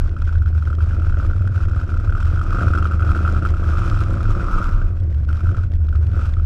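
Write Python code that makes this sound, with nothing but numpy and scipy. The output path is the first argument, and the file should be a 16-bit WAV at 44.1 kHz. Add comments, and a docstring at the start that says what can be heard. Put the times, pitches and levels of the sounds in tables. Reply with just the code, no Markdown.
"""A burnout pad, heard from a camera microphone in a closed housing on a sliding V8 hot rod.
The car's body booms and the camera sways on its arm. The housing muffles the exhaust to a low drone,
with a supercharger whine at peak revs. Right at the microphone the shaking makes the mount chatter:
hollow knocks that ring the housing, with a fine plastic crackle and clacking fittings."""
import sys
import numpy as np
from scipy import signal
from scipy.fft import rfft, irfft, next_fast_len
from scipy.io import wavfile

SR = 44100
rng = np.random.default_rng(int(sys.argv[2]) if len(sys.argv) > 2 else 0)


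def file_out(sig):
    """Save sig as 16-bit WAV at sys.argv[1]."""
    # one column per channel
    cols = np.atleast_2d(sig).T
    # limit, then scale
    lim = np.clip(cols, -1, 1)
    pcm = np.round(lim * 32767).astype(np.int16)
    wavfile.write(sys.argv[1], SR, pcm)


N = 284445

# The throttle is held open in the middle and lifted twice near the end; the mount shakes with it.
# Each source adds its own trim: time_s, exhaust_db, chatter_db, crackle_db
THROTTLE = [(0, -38, -43, -54), (.42, -42, -47.5, -57.5), (1.22, -32, -39, -50), (1.4, -36.5, -40.5, -52.5),
            (2.3, -35.5, -38.5, -51), (2.6, -28, -27.5, -44.5), (2.98, -34, -34.5, -49.5),
            (3.1, -28, -32, -45), (3.62, -34.5, -35.5, -46.5), (3.86, -30, -29, -40), (4.1, -31, -35, -45),
            (4.62, -31, -29, -42.5), (4.96, -40, -54.5, -60.5), (5.27, -38.5, -65, -62.5),
            (5.295, -37.5, -40, -50), (5.57, -35.5, -40.5, -52.5), (5.72, -39.5, -55.5, -61),
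            (5.88, -42.5, -54.5, -61), (6.2, -34, -38.5, -49.5), (6.45, -41.5, -53.5, -58.5)]
# hard knocks of the mount, before trim: start_s, peak_db, ring_hz
KNOCKS = [(0.1643, -26, 1335), (0.219, -25.5, 1365), (0.291, -25.5, 1436), (0.3541, -27.5, 1492),
          (0.549, -31.5, 1340), (0.4187, -28.5, 1400), (0.4585, -28, 1400), (0.6231, -27, 1352),
          (0.6722, -24.0, 1390), (0.7008, -25, 1340), (0.728, -24.5, 1350), (0.784, -29.5, 1270),
          (0.8045, -24.5, 1410), (0.872, -36, 1280), (0.908, -26.5, 1496), (0.9305, -29, 1360),
          (0.965, -29.5, 1360), (0.997, -27.5, 1358), (1.019, -26.5, 1366), (1.0457, -28, 1326),
          (1.0666, -27.5, 1380), (1.0958, -27.5, 1400), (1.123, -26.5, 1406), (1.142, -28, 1450),
          (1.1695, -26.5, 1360), (1.1988, -22, 1364), (1.2271, -27, 1440), (1.2976, -28.5, 1420),
          (1.3104, -25.5, 1400), (1.332, -27, 1410), (1.363, -32.5, 1294), (1.4192, -28, 1370),
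          (1.4521, -31, 1366), (1.4731, -25.5, 1450), (1.5765, -28, 1420), (1.6036, -27, 1340),
          (1.6348, -27, 1447), (1.652, -30, 1348), (1.6824, -27, 1340), (1.711, -28, 1401),
          (1.7327, -29.5, 1380), (1.7636, -25.5, 1270), (1.7906, -28, 1416), (1.8123, -26.5, 1340),
          (1.891, -26.5, 1400), (1.9188, -25.5, 1341), (1.9398, -23.5, 1376), (1.969, -24.5, 1370),
          (1.997, -28, 1370), (2.074, -26, 1326), (2.0938, -23.5, 1460), (2.1227, -22.5, 1391),
          (2.15, -20.5, 1345), (2.168, -23.5, 1280), (2.1789, -25.5, 1450), (2.2256, -23.5, 1382),
          (2.32, -33, 1370), (2.3595, -25.5, 1347), (2.3732, -22, 1405), (2.391, -23, 1350),
          (2.4128, -18, 1311), (2.5058, -21.5, 1330), (2.5215, -22, 1430), (2.546, -19.5, 1360),
          (2.5548, -22, 1311), (2.5695, -19, 1380), (2.585, -18, 1319), (2.5922, -19.5, 1354),
          (2.622, -19.5, 1340), (2.6306, -17.5, 1305), (2.668, -18.5, 1350), (2.704, -22, 1340),
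          (2.735, -13.5, 1377), (2.7505, -15.5, 1403), (2.774, -15, 1342), (2.7837, -15.5, 1336),
          (2.8241, -17.5, 1330), (2.8532, -13.5, 1340), (2.861, -26, 1340), (2.9104, -20.5, 1353),
          (2.919, -22, 1340), (2.9342, -23, 1340), (2.994, -21.5, 1386), (3.004, -23, 1293),
          (3.021, -18.5, 1348), (3.0645, -22.5, 1404), (3.0906, -17.5, 1330), (3.106, -18.5, 1340),
          (3.1161, -19.5, 1290), (3.1482, -17.5, 1412), (3.1635, -20, 1371), (3.189, -19.5, 1329),
          (3.202, -27.5, 1310), (3.2493, -16, 1365), (3.2602, -20, 1340), (3.276, -14.0, 1335),
          (3.2883, -21.5, 1360), (3.3462, -22, 1340), (3.3635, -19, 1340), (3.422, -20.5, 1380),
          (3.4308, -28, 1358), (3.45, -14, 1350), (3.4595, -16.5, 1358), (3.5381, -22, 1325),
          (3.629, -26, 1310), (3.677, -26, 1289), (3.722, -25, 1290), (3.734, -21.5, 1278),
          (3.752, -22, 1262), (3.7689, -21, 1340), (3.8167, -21.0, 1297), (3.8318, -22.5, 1327),
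          (3.846, -24, 1285), (3.913, -19.5, 1270), (3.924, -20.5, 1285), (3.962, -23.5, 1332),
          (3.9913, -27, 1320), (4.01, -19.5, 1315), (4.059, -27, 1322), (4.108, -24.5, 1330),
          (4.139, -25, 1407), (4.1699, -24, 1297), (4.2046, -22, 1307), (4.2533, -23, 1382),
          (4.303, -22.5, 1247), (4.3157, -30, 1380), (4.3496, -21.5, 1308), (4.3956, -23, 1330),
          (4.441, -24, 1310), (4.483, -18.5, 1276), (4.5288, -20, 1316), (4.5396, -18.5, 1321),
          (4.5709, -28, 1302), (4.5821, -16, 1273), (4.614, -20, 1311), (4.6243, -21.5, 1343),
          (4.6564, -21, 1283), (4.8149, -26, 1415), (5.2882, -25, 1420), (5.302, -27.5, 1374),
          (5.329, -33, 1329), (5.407, -28, 1330), (5.456, -28, 1414), (5.4683, -25, 1370),
          (5.4902, -25.5, 1362), (5.512, -29, 1290), (5.5451, -26, 1323), (5.582, -28.5, 1340),
          (5.8835, -33, 1369), (5.926, -28.5, 1424), (5.9506, -29.5, 1310), (6.1442, -29.5, 1340),
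          (6.163, -29, 1396), (6.1911, -25.5, 1295), (6.216, -26.5, 1334), (6.247, -28, 1350),
          (6.367, -29.5, 1282), (6.3962, -30, 1340)]
# resonances of the housing round the microphone: pitch_hz, width_hz, level_db
HOUSING_MODES = [(540, 930, -28.5), (650, 83, -27.5), (1340, 240, 15.5), (1450, 24, -14.5),
                 (2506, 86, -23.5), (2742, 100, -25.5), (4870, 680, -37)]


def undb(db):
    """Decibels to gain."""
    return 10 ** (np.asarray(db) / 20)


def unit(x):
    """Scale to rms 1."""
    return x / np.sqrt(np.mean(np.abs(x) ** 2))


def curves(table):
    """The columns of a timed table, one value a sample."""
    time_s, *columns = np.transpose(table)
    return [np.interp(np.arange(N) / SR, time_s, column) for column in columns]


def colour(x, outline):
    """Minimum-phase filter with the given outline: frequency_hz, gain_db."""
    hz, db = np.transpose(outline)
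    size = next_fast_len(2 * N)
    f = np.maximum(np.fft.rfftfreq(size, 1 / SR), 1)
    gain = undb(np.interp(np.log(f), np.log(hz), db))
    cepstrum = irfft(np.log(gain), size)
    cepstrum[1:size // 2] *= 2
    cepstrum[size // 2 + 1:] = 0
    return irfft(rfft(x, size) * np.exp(rfft(cepstrum)), size)[:N]


def walk(rate_hz, size=8192):
    """Smooth random drift with spread 1, rolling off above the given rate."""
    f = np.fft.rfftfreq(size, N / SR / size)
    slow = irfft(rfft(rng.standard_normal(size)) / (1 + (f / rate_hz) ** 4))
    return np.interp(np.linspace(0, size - 1, N), np.arange(size), unit(slow))


def impulses(times, sizes):
    """One click of the given size at each time."""
    return np.bincount(np.clip(np.asarray(times) * SR, 0, N - 1).astype(int), sizes, N)


def fade(x, decay_s):
    """Let each click die away exponentially."""
    return signal.lfilter([1], [1, -np.exp(-1 / (decay_s * SR))], x)


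def contacts(count, spread_db):
    """Randomly timed small contacts of uneven size."""
    when, size = rng.random((count, 2)).T
    return impulses((np.arange(count) + 2 * when) / count * N / SR, undb(-spread_db * size))


def swing(hz, rough, rate_hz):
    """A resonance kept swinging by uneven pushes: size and phase wander."""
    wander = 1 + rough * (walk(rate_hz) + 1j * walk(rate_hz))
    phase = 2 * np.pi * np.cumsum(hz * np.ones(N)) / SR
    return unit(np.real(wander * np.exp(1j * phase)))


def body(cycles, boom_trim_db=-1, rumble_db=-24, sway_trim_db=-3):
    """The body booms, throbbing once an engine cycle, over road rumble; the camera sways on its arm."""
    # main resonance of the body: time_s, pitch_hz, level_db, throb_depth (0-1)
    resonance = [(0, 78.1, -20.5, 0.13), (.2, 78.96, -23.5, .6), (.28, 79.9, -11, 0),
                 (.52, 78.96, -16.5, 0.46), (.7, 76.42, -18, 0.45), (1.0, 82.51, -16, 0.72),
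                 (1.26, 73.44, -22.5, 1), (1.36, 91.94, -15, 0), (1.52, 92.4, -16.5, 0.58),
                 (1.64, 77.6, -16.5, 0.4), (1.92, 80.34, -21, 1), (2.35, 79.85, -15.5, 0.72),
                 (2.54, 84.2, -23.5, 0.58), (2.66, 79.08, -17, 0.59), (3.72, 79, -17, 0.31),
                 (3.86, 78.16, -21.5, 0.99), (4.75, 80, -29, 0.54), (5.02, 87.04, -17, .3),
                 (5.17, 70.1, -13.5, .15), (5.55, 87.66, -17.5, 0.32), (5.7, 86, -18.5, 0.54),
                 (5.86, 74.86, -15, .2), (6.45, 78, -19.5, 0.83)]
    # swaying of the camera: time_s, level_db
    sway_levels = [(0.0, -13), (0.58, -27.5), (1.26, -15), (1.5, -27), (1.64, -18.5), (1.76, -22.5),
                   (1.96, -12), (2.08, -19.5), (2.58, -15.5), (2.68, -18.5), (3.4, -22), (4.78, -10.5),
                   (5.1, -23), (5.78, -14), (6.0, -29), (6.45, -13.5)]
    # tone of the steady road rumble: frequency_hz, gain_db
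    rumble_tone = [(10, -28), (30, -26), (45, -4.5), (62, 5.5), (100, 6.5), (118, 0), (150, -12),
                   (250, -19), (600, -67), (4000, -100)]
    boom_hz, boom_db, throb = curves(resonance)
    boom = swing(boom_hz, rough=.25, rate_hz=18) * undb(boom_db + boom_trim_db)
    boom *= 1 + throb * np.cos(2 * np.pi * cycles)
    sway = swing(hz=28.5, rough=1, rate_hz=9.8) * undb(curves(sway_levels)[0] + sway_trim_db)
    rumble = unit(colour(rng.standard_normal(N), rumble_tone)) * undb(rumble_db)
    return boom + rumble + sway


def firings(cycles, cylinders=8):
    """Time and cylinder of every firing: each cylinder fires once a four-stroke cycle."""
    number = np.floor(cycles * cylinders).astype(int)
    at = np.flatnonzero(np.diff(number))
    return at / SR, number[at] % cylinders


def exhaust(times, cylinder, bank_lag_s=.0011, jitter_s=.00025, scatter_db=6, gas_db=-2, trim_db=-2):
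    """Uneven firings from two banks, each with a puff of gas, dulled by the housing."""
    # strength of the eight firings of a cycle: level_db
    firing_db = [1.5, 4, 1, -16.5, 5.5, -1.5, 1, 3]
    # side of each firing: bank (1 is the far one, with longer pipes)
    banks = [0, 1, 1, 0, 1, 0, 0, 1]
    # the exhaust from inside the housing: frequency_hz, gain_db
    muffled = [(60, -27.5), (120, -10.5), (150, -2), (180, 1), (240, -8.5), (290, -7.5), (340, -4),
               (420, -14), (560, -10.5), (640, -16), (710, -14.5), (820, -34.5), (1100, -32.5),
               (2000, -31.5), (5000, -62), (14000, -84)]
    late, size = rng.standard_normal((N // 100, 2))[:len(times)].T
    arrival_s = times + bank_lag_s * np.take(banks, cylinder) + jitter_s * late
    pulses = impulses(arrival_s, undb(np.take(firing_db, cylinder) + scatter_db * np.minimum(size, 1)))
    gas = fade(pulses, decay_s=.006) * rng.standard_normal(N)
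    thuds = unit(colour(pulses - pulses.mean(), muffled))
    puffs = undb(gas_db) * unit(colour(gas, muffled))
    return unit(thuds + puffs) * undb(curves(THROTTLE)[0] + trim_db)


def drone(cycles, cycle_hz, restless, waver_db=3.5, trim_db=-.5, rough=1.41):
    """Engine orders come through the chassis, swell in its resonances and growl at restless revs."""
    # engine orders: cycle_multiple, level_db
    orders = [(2, -4), (3, -5), (4, -8), (5, -8), (6, -14), (8, -26), (9, -22), (10, -24), (13, -19),
              (14, -26), (15, -28), (16, -21), (18, -28), (28, -30), (35, -31)]
    # chassis resonances: centre_hz, width_hz, lift_db
    chassis = [(104.7, 7.6, 19), (320, 45, 8)]
    tones = 0
    for k, db in orders:
        lift_db = sum(lift * np.exp(-((k * cycle_hz - hz) / width) ** 2) for hz, width, lift in chassis)
        phase = 2 * np.pi * (k * cycles + rng.random()) + rough * restless ** 2 * walk(32)
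        tones += undb(db + lift_db + waver_db * walk(6.2)) * np.sin(phase)
    return tones * undb(curves(THROTTLE)[0] + trim_db)


def supercharger(cycles, waver_db=2, rough=.31):
    """The supercharger whines on high multiples of the cycle rate, arching with the revs."""
    # tones of the whine: cycle_multiple, level_db
    orders = [(40, -11), (45, -9), (50, -7), (53, -2), (57, 0), (59, -5), (62, -7)]
    # its swell at peak revs: time_s, level_db
    swell = [(2.3, -70), (3.7, -47), (4.35, -46), (4.58, -32.5), (4.8, -40), (5.1, -70)]
    tones = 0
    for k, db in orders:
        gain = undb(db + waver_db * walk(9))
        phase = 2 * np.pi * (k * cycles + rng.random()) + rough * walk(25)
        tones += gain * np.sin(phase)
    return unit(tones) * undb(curves(swell)[0])


def jolts(times, cylinder, scatter_db=4, slack_s=.00016):
    """The firings throw the loose mount against its stop in a limping pattern, cycle after cycle."""
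    # push of each of the eight firings: level_db
    jolt_db = [0, -10, -6, -2, -11, -1, -9, -4]
    late, size = rng.standard_normal((N // 100, 2))[:len(times)].T
    level_db = np.take(jolt_db, cylinder) + scatter_db * np.minimum(size, 1)
    return impulses(times + slack_s * late, undb(level_db))


def free_flight(before_s=.01, after_s=.0038, dip_db=-12):
    """Before a hard knock the mount flies free of its stop: a gain that dips until just after it."""
    knock_s = np.transpose(KNOCKS)[0]
    t = np.arange(N) / SR
    nearest = np.searchsorted((knock_s[1:] + knock_s[:-1]) / 2, t)
    since_s = t - knock_s[nearest]
    width_s = np.where(since_s < 0, before_s, after_s)
    return undb(dip_db * np.exp(-(since_s / width_s) ** 2))


def tinkle(strikes, scrape_s=.0018, ring_s=.002):
    """Small metal parts are scraped briefly by each strike and ring, a little differently every time."""
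    # modes of the loose fittings: pitch_hz, level_db
    modes = [(1900, -8), (2500, -9.5), (2730, -11), (3180, -3), (4100, -14), (5260, -9), (7550, -14),
             (8300, -19), (10900, -25)]
    push = fade(strikes, scrape_s) * rng.standard_normal(N) * np.sqrt(2 / (scrape_s * SR))
    ringing = 0
    for hz, db in modes:
        pole = np.exp((2j * np.pi * hz - 1 / ring_s) / SR)
        ringing += undb(db) * signal.lfilter([pole.imag], [1, -2 * pole.real, abs(pole) ** 2], push)
    return ringing


def fittings(crack_db=-3, crack_s=.0046, ring_db=-8, shaken_db=-22, stray_db=-1):
    """Loose fittings clack on the housing and ring; knocks and stray contacts make them tinkle."""
    # clacks on the housing: start_s, strength_db
    hits = [(0.0724, -42), (0.092, -42), (0.2186, -33.5), (0.253, -40), (0.2794, -41.5), (0.308, -47.5),
            (0.349, -45), (0.3834, -42), (0.4587, -42), (0.4864, -41.5), (0.652, -40), (0.75, -37.5),
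            (0.8984, -43), (0.9198, -41.5), (1.1049, -47), (1.2638, -36.5), (1.474, -41), (1.6534, -39),
            (1.7598, -38.5), (1.9878, -46), (2.228, -38), (2.2535, -34.5), (2.749, -40), (2.87, -36),
            (3.0488, -38), (3.1744, -36), (3.2988, -40), (3.4873, -33.5), (3.4948, -34), (3.7713, -35),
            (4.0354, -31), (4.3206, -38), (5.001, -45.5), (5.0362, -42.5), (5.1251, -44), (5.1443, -41),
            (5.2483, -44.5), (5.3274, -35.5), (5.3687, -38.5), (5.7179, -42), (5.7354, -38.5),
            (5.7523, -44), (5.8483, -48), (5.8677, -46), (5.8879, -38.5), (5.9561, -38.5), (6.0664, -41),
            (6.2234, -41), (6.2558, -36.5), (6.3365, -37)]
    # tone of their dry crack: frequency_hz, gain_db
    crack_tone = [(500, -7), (1800, 2.5), (2400, -7), (3400, -6), (6300, -17), (7500, -23.5), (13000, -36)]
    clack_s, clack_db = np.transpose(hits)
    clacks = impulses(clack_s, undb(clack_db))
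    noise = rng.standard_normal(N)
    contact = signal.oaconvolve(clacks, np.hanning(int(crack_s * SR)))[:N]
    cracks = colour(contact * noise, crack_tone) / np.std(colour(noise, crack_tone))
    knock_s, knock_db, _ = np.transpose(KNOCKS)
    shaken = impulses(knock_s + .002, undb(knock_db + shaken_db))
    stray = contacts(count=500, spread_db=13) * undb(curves(THROTTLE)[2] + stray_db)
    return undb(crack_db) * cracks + tinkle(undb(ring_db) * clacks + shaken + stray)


def crackle(taps, trim_db=2, grit_db=-7, hiss_db=-13, rasp_db=-35, rasp_growth=.52, dull_hz=8000):
    """Plastic rasps dully at every tap and knock, with fine bright grit in between."""
    # tone of the rubbing plastic: frequency_hz, gain_db
    plastic = [(300, -16.5), (800, 4), (1050, 6.5), (1550, 11), (1750, -3.5), (2150, -5.5), (2500, 1.5),
               (2900, -6.5), (3150, -6), (4400, -10.5), (5300, -7.5), (6200, -12), (7800, -15.5),
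               (13300, -25), (15000, -42.5)]
    shaking = undb(curves(THROTTLE)[2] + trim_db)
    tap_rasp = (unit(fade(taps, decay_s=.013)) + undb(hiss_db)) * shaking
    knock_s, knock_db, _ = np.transpose(KNOCKS)
    blows = impulses(knock_s + .00078, undb(rasp_growth * knock_db + rasp_db))
    knock_rasp = fade(blows, decay_s=.014)
    grains = unit(fade(contacts(count=520, spread_db=24), decay_s=.0008))
    rasp_noise, grit_noise = rng.standard_normal((2, N))
    rasp = signal.lfilter(*signal.butter(1, dull_hz, fs=SR), np.hypot(tap_rasp, knock_rasp) * rasp_noise)
    grit = undb(grit_db) * grains * shaking * grit_noise
    return colour(rasp + grit, plastic) / np.std(colour(rasp_noise, plastic))


def housing_ring(ring_hz, weights_db=0, contact_s=.0053, unshifted_hz=1340):
    """One soft-edged blow on the housing, peak 1; where it lands shifts and weights the resonances."""
    hz, width_hz, db = np.transpose(HOUSING_MODES)
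    t = np.arange(SR // 25) / SR
    decays = np.exp(-np.pi * np.outer(width_hz, t))
    modes = decays * np.sin(2 * np.pi * np.outer(hz * ring_hz / unshifted_hz, t))
    onset = 1 - np.exp(-(t / contact_s) ** 2)
    sound = (width_hz * undb(db + weights_db)) @ modes * onset
    return sound / np.abs(sound).max()


def chatter(taps, trim_db=-5, centre_hz=1360, spread_hz=110, pivot_db=-37, spots_per_db=.13, spots=5):
    """Taps strike and scrape a few spots on the housing, ringing higher when the chatter is lighter."""
    chatter_db = curves(THROTTLE)[1]
    shift = spots_per_db * (pivot_db - chatter_db)
    spot = np.clip(np.floor(spots * rng.random(N) + shift), 0, spots - 1)
    ringing = 0
    for k, ring_hz in enumerate(centre_hz + spread_hz * np.linspace(-1, 1, spots)):
        blows = taps * (spot == k)
        scrapes = .03 * fade(blows, decay_s=.003) * rng.standard_normal(N)
        ringing += signal.oaconvolve(blows + scrapes, housing_ring(ring_hz))[:N]
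    return unit(ringing) * undb(chatter_db + trim_db)


def knocks(trim_db=-.4, rebound_db=-16, rebound_s=.0097, return_db=-16, return_s=.0095, vary_db=3):
    """Each hard knock rings the housing a little differently, rebounds and strikes again lightly."""
    track = np.zeros(N + SR)
    for start_s, peak_db, ring_hz in KNOCKS:
        bounce_s = rebound_s * np.exp(.37 * rng.standard_normal())
        weights_db = vary_db * rng.standard_normal(len(HOUSING_MODES))
        knock = undb(peak_db + trim_db) * housing_ring(ring_hz, weights_db)
        for delay_s, db in ((0, 0), (bounce_s, rebound_db), (return_s, return_db)):
            track[int((start_s + delay_s) * SR):][:len(knock)] += undb(db) * knock
    return track[:N]


def scene(free_spin_flutter=.04, bout_db=8.26):
    """Engine, body and mount, all at the one on-board microphone."""
    # engine speed in four-stroke cycles: time_s, cycle_hz, flutter_share
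    revs = [(0, 18.4, .04), (.35, 19.8, .04), (1.0, 19.5, .04), (1.35, 18.4, .04), (1.7, 19.4, .04),
            (2.25, 19.6, .04), (2.55, 21.7, .015), (3.05, 23.5, .012), (3.4, 22.8, .009), (4.0, 20.4, .004),
            (4.28, 20.7, .004), (4.42, 22.35, .002), (4.63, 23.6, .002), (4.82, 23.3, .003),
            (5.2, 17.8, .04), (5.4, 19.3, .04), (5.8, 18.5, .04), (6.45, 19.5, .04)]
    cycle_hz, flutter = curves(revs)
    # the revs flutter as the spinning tyres grip and let go
    cycles = np.cumsum(cycle_hz * (1 + flutter * walk(14))) / SR
    times, cylinder = firings(cycles)
    restless = (flutter / free_spin_flutter) ** .39
    # the swaying camera pinches and frees the mount: random bouts, stronger at restless revs
    bouts = undb(bout_db * restless * np.tanh(walk(100)))
    taps = jolts(times, cylinder) * bouts
    seated = free_flight()
    engine = exhaust(times, cylinder) + drone(cycles, cycle_hz, restless) + supercharger(cycles)
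    mount = knocks() + chatter(taps * seated) + crackle(taps * bouts * np.sqrt(seated)) + fittings()
    return (body(cycles) + engine + mount)[None]


def record(dry, low_cut_hz=14, top_hz=14500):
    """The camera's microphone drops the deepest sway and cuts the top."""
    sound = signal.sosfilt(signal.butter(2, low_cut_hz, "high", fs=SR, output="sos"), dry)
    return signal.sosfilt(signal.ellip(8, .2, 70, top_hz, fs=SR, output="sos"), sound)


dry = scene()
out = record(dry)
file_out(out)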